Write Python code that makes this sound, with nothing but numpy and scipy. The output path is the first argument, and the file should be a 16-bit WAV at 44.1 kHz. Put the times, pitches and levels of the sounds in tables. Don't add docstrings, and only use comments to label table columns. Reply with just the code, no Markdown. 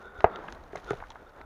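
import sys
import numpy as np
from scipy.fft import rfft, irfft, next_fast_len
from scipy.io import wavfile
from scipy.ndimage import map_coordinates

SR = 44100
rng = np.random.default_rng(int(sys.argv[2]) if len(sys.argv) > 2 else 0)


def digitize_waveform(pressure):
    field = np.atleast_2d(pressure).T
    bounded = np.clip(field, -1, 1)
    quanta = np.round(bounded * 32767).astype(np.int16)
    wavfile.write(sys.argv[1], SR, quanta)


N = 63945
T = np.arange(N) / SR


def knocks():
    # (time [s], gain [dB], colour centre [Hz], colour width [octaves], relative clatter [dB])
    contacts = [(0.2045, -22, 1715, 0.91, -16), (0.2429, 0.5, 690, 4.2, -24.5),
                (0.2596, -18.5, 900, 0.51, -6), (0.3988, -30.5, 970, 0.36, -35),
                (0.4843, -15.5, 2200, 0.86, -30), (.5250, -20, 1000, 0.15, -21),
                (0.7332, -17.5, 412, 0.37, -25), (.7545, -16.5, 360, 0.51, -22),
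                (0.7568, -21, 1520, 0.58, -15.5), (0.9064, -7.5, 1710, 0.41, -24.5),
                (.9080, -13, 330, 0.86, -21), (0.9326, -9.5, 270, 0.73, -30),
                (1.0010, -35.5, 2000, 1.96, -4.5), (1.0243, -18.5, 1080, 0.36, -39),
                (1.0375, -22.5, 1580, 0.54, -17.5), (1.1045, -20.5, 994, 0.18, -16),
                (1.1562, -22, 1610, 0.57, -27), (1.413, -28, 1890, .8, -28)]
    # (frequency [Hz], gain [dB], t60 [s])
    modes = [(215, -20.5, .022), (410.7, -13, 0.036), (632.7, 1.5, 0.015), (715, -3.5, 0.016),
             (836, -13.5, 0.027), (910, -14.5, 0.023), (1145, -17.5, 0.016), (1231.5, -21.5, 0.045),
             (1443, -18, 0.02), (1634, -20.5, 0.024), (2077, -19, 0.018), (2577, -30.5, 0.024),
             (3840, -39.5, .018), (4670, -45, .018)]
    # (frequency [Hz], level [dB])
    clatter_spectrum = [(60, -11), (200, -14), (300, -14), (450, -2), (750, -9.5), (1300, -15.5),
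                        (1800, -18.5), (2700, -33), (4000, -54.5), (8000, -72.5)]
    scatter_db = 5.15
    out = np.zeros(N)
    for s, db, centre_hz, octaves, clatter_db in contacts:
        colour = bell(centre_hz, octaves)
        for k, (hz, mode_db, t60) in enumerate(modes):
            polarity = (-1) ** (k // 3 + 1)
            gain = amp(db + mode_db + scatter_db * rng.standard_normal()) * colour(hz)
            ring = strike(s, attack=0.00076, t60=t60) * np.sin(2 * np.pi * hz * (T - s))
            out += polarity * gain * ring
        clatter = strike(s, attack=0.0014, t60=0.14) * noise(clatter_spectrum, colour)
        out += amp(db + clatter_db) * clatter
    return out


def thuds():
    # (time [s], gain [dB], pitch [Hz])
    jolts = [(0.187, -29, 65.2), (0.242, -14, 64), (0.766, -34.5, 152.5), (0.9065, -22.5, 118),
             (0.931, -25.5, 135)]
    return sum(amp(db) * strike(s, attack=0.0051, t60=0.053) * np.sin(2 * np.pi * hz * (T - s))
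               for s, db, hz in jolts)


def flicks():
    # (time [s], gain [dB], colour centre [Hz], colour width [octaves])
    hits = [(0.2059, -29, 3300, 0.59), (0.359, -29, 3400, 0.57), (0.482, -35.5, 2770, 0.17),
            (0.5241, -32.5, 4780, 0.79), (0.5493, -46, 4450, 0.88), (.6380, -53.5, 5400, 0.58),
            (0.7306, -35.5, 2130, 0.64), (0.758, -36, 6070, 0.45), (0.7713, -34, 2620, 0.33),
            (.7770, -48, 5500, 0.42), (.8450, -48.5, 5800, 0.47), (0.8645, -44, 4500, 1),
            (0.9061, -24, 4960, 1.4), (0.9318, -37, 2730, 0.33), (1.0020, -34.5, 2720, 0.67),
            (1.1035, -35.5, 4360, 0.59), (1.1179, -43, 3500, 0.58), (1.2936, -54.5, 4960, 0.17),
            (1.4138, -39, 3450, 0.92)]
    # (frequency [Hz], level [dB])
    tick_spectrum = [(600, -24.5), (1500, 29), (2700, -3.5), (3900, 6), (4700, -9.5), (5700, -5),
                     (7100, -10), (8000, -29.5), (9700, -10), (12500, -27), (15000, -36)]
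    out = np.zeros(N)
    for s, db, centre_hz, octaves in hits:
        tick = unit(noise(tick_spectrum, bell(centre_hz, octaves)))
        out += amp(db) * strike(s, attack=0.00036, t60=0.01) * tick
    return out


def grass():
    # (time [s], rustle level [dB], swish level [dB])
    swells = [(0, -50, -62), (.13, -54, -73), (.2, -49, -60.5), (.235, -49, -64.5), (.29, -44.5, -74.5),
              (.36, -42.5, -73), (.44, -44, -62.5), (.51, -48, -61), (.58, -50.5, -69), (.71, -53.5, -69),
              (.775, -49, -57), (.825, -51.5, -64.5), (.9, -47.5, -53), (.97, -49.5, -62),
              (1.04, -56.5, -62.5), (1.09, -55.5, -65), (1.2, -53.5, -69), (1.33, -57, -71.5),
              (1.39, -49, -68), (1.45, -59, -80)]
    # (frequency [Hz], level [dB])
    rustle_spectrum = [(80, -16.5), (200, -4), (300, -4), (420, -3), (750, -1.5), (1000, -5), (1400, -6.5),
                       (1900, -13.5), (2800, -28), (4500, -35.5), (9000, -60)]
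    # (frequency [Hz], level [dB])
    swish_spectrum = [(1000, 3), (2500, 1.5), (3600, 0), (4800, -7), (6500, -6), (7300, -14), (8000, -24.5),
                      (9500, -14.5), (12000, -27), (15000, -24.5)]
    rustle_grain_db, swish_grain_db = 1.54, 3.5
    rustle_db, swish_db = curves(swells)
    rustle = unit(noise(rustle_spectrum) * amp(rustle_grain_db * wobble(rate=170)))
    swish = unit(noise(swish_spectrum) * amp(swish_grain_db * wobble(rate=320)))
    return amp(rustle_db) * rustle + amp(swish_db) * swish


def rubbing():
    # (time [s], pitch [Hz], level [dB])
    strokes = [(0, 1425, -57.5), (.07, 1452, -48.5), (.13, 1411, -59.5), (.19, 1420, -45.5),
               (.24, 1419, -63.5), (.35, 1296, -45), (.42, 1320, -59), (.8, 1401, -94), (.895, 1400, -40.5),
               (.96, 1420, -59), (1.15, 1400, -80), (1.2, 1430, -54), (1.245, 1420, -77),
               (1.272, 1389, -53), (1.325, 1408, -71), (1.41, 1400, -55.5), (1.45, 1390, -65)]
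    # (frequency [Hz], width [Hz], relative level [dB])
    resonances = [(430, 150, -4), (3580, 450, -19)]
    hz, db = curves(strokes)
    main = narrow_noise(2 * np.pi * np.cumsum(hz) / SR, width_hz=230)
    sides = sum(amp(side_db) * narrow_noise(2 * np.pi * side_hz * T, width_hz)
                for side_hz, width_hz, side_db in resonances)
    return amp(db) * (main + sides)


def wind():
    # (time [s], level [dB])
    gusts = [(0, -59), (.15, -58), (.19, -55), (.23, -64), (.37, -52), (.47, -57.5), (.54, -48.5),
             (.65, -54), (.73, -58), (.95, -50.5), (1.1, -55.5), (1.3, -60.5), (1.45, -51.5)]
    # (frequency [Hz], level [dB])
    rumble_spectrum = [(10, -16), (25, 6), (55, 1), (100, -4), (200, -21.5), (500, -53)]
    db, = curves(gusts)
    return amp(db) * noise(rumble_spectrum)


def amp(db):
    return 10 ** (np.asarray(db) / 20)


def unit(x):
    return x / np.sqrt(np.mean(x ** 2) + 1e-20)


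def curves(rows):
    s, *columns = np.transpose(rows)
    return [np.interp(T, s, column) for column in columns]


def wobble(rate):
    return map_coordinates(rng.standard_normal(int(N * rate / SR) + 4), [T * rate])


def filtered(x, response):
    size = next_fast_len(N + SR // 2)
    return irfft(rfft(x, size) * response(np.fft.rfftfreq(size, 1 / SR)), size)[:N]


def noise(spectrum, colour=np.ones_like):
    points_hz, db = np.transpose(spectrum)
    response = lambda hz: amp(np.interp(np.log(hz + 1), np.log(points_hz + 1), db))
    shaped = unit(filtered(rng.standard_normal(N), response))
    return filtered(shaped, colour)


def narrow_noise(phase, width_hz):
    return unit(wobble(width_hz) * np.sin(phase) + wobble(width_hz) * np.cos(phase))


def bell(centre_hz, octaves):
    return lambda hz: np.exp(-.5 * (np.log2((hz + 1) / centre_hz) / octaves) ** 2)


def strike(s, attack, t60):
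    age = np.maximum(T - s, 0)
    return (1 - np.exp(-age / attack)) * np.exp(-np.log(1000) * age / t60)


def scene():
    return (knocks() + thuds() + flicks() + grass() + rubbing() + wind())[None]


def record(dry):
    ceiling, hiss_db, top_hz = 0.94, -79, 15600
    rounded = dry[0] / (1 + (dry[0] / ceiling) ** 4) ** .25
    hiss = amp(hiss_db) * rng.standard_normal(N)
    return filtered(rounded + hiss, lambda hz: hz < top_hz)[None]


dry = scene()
out = record(dry)
digitize_waveform(out)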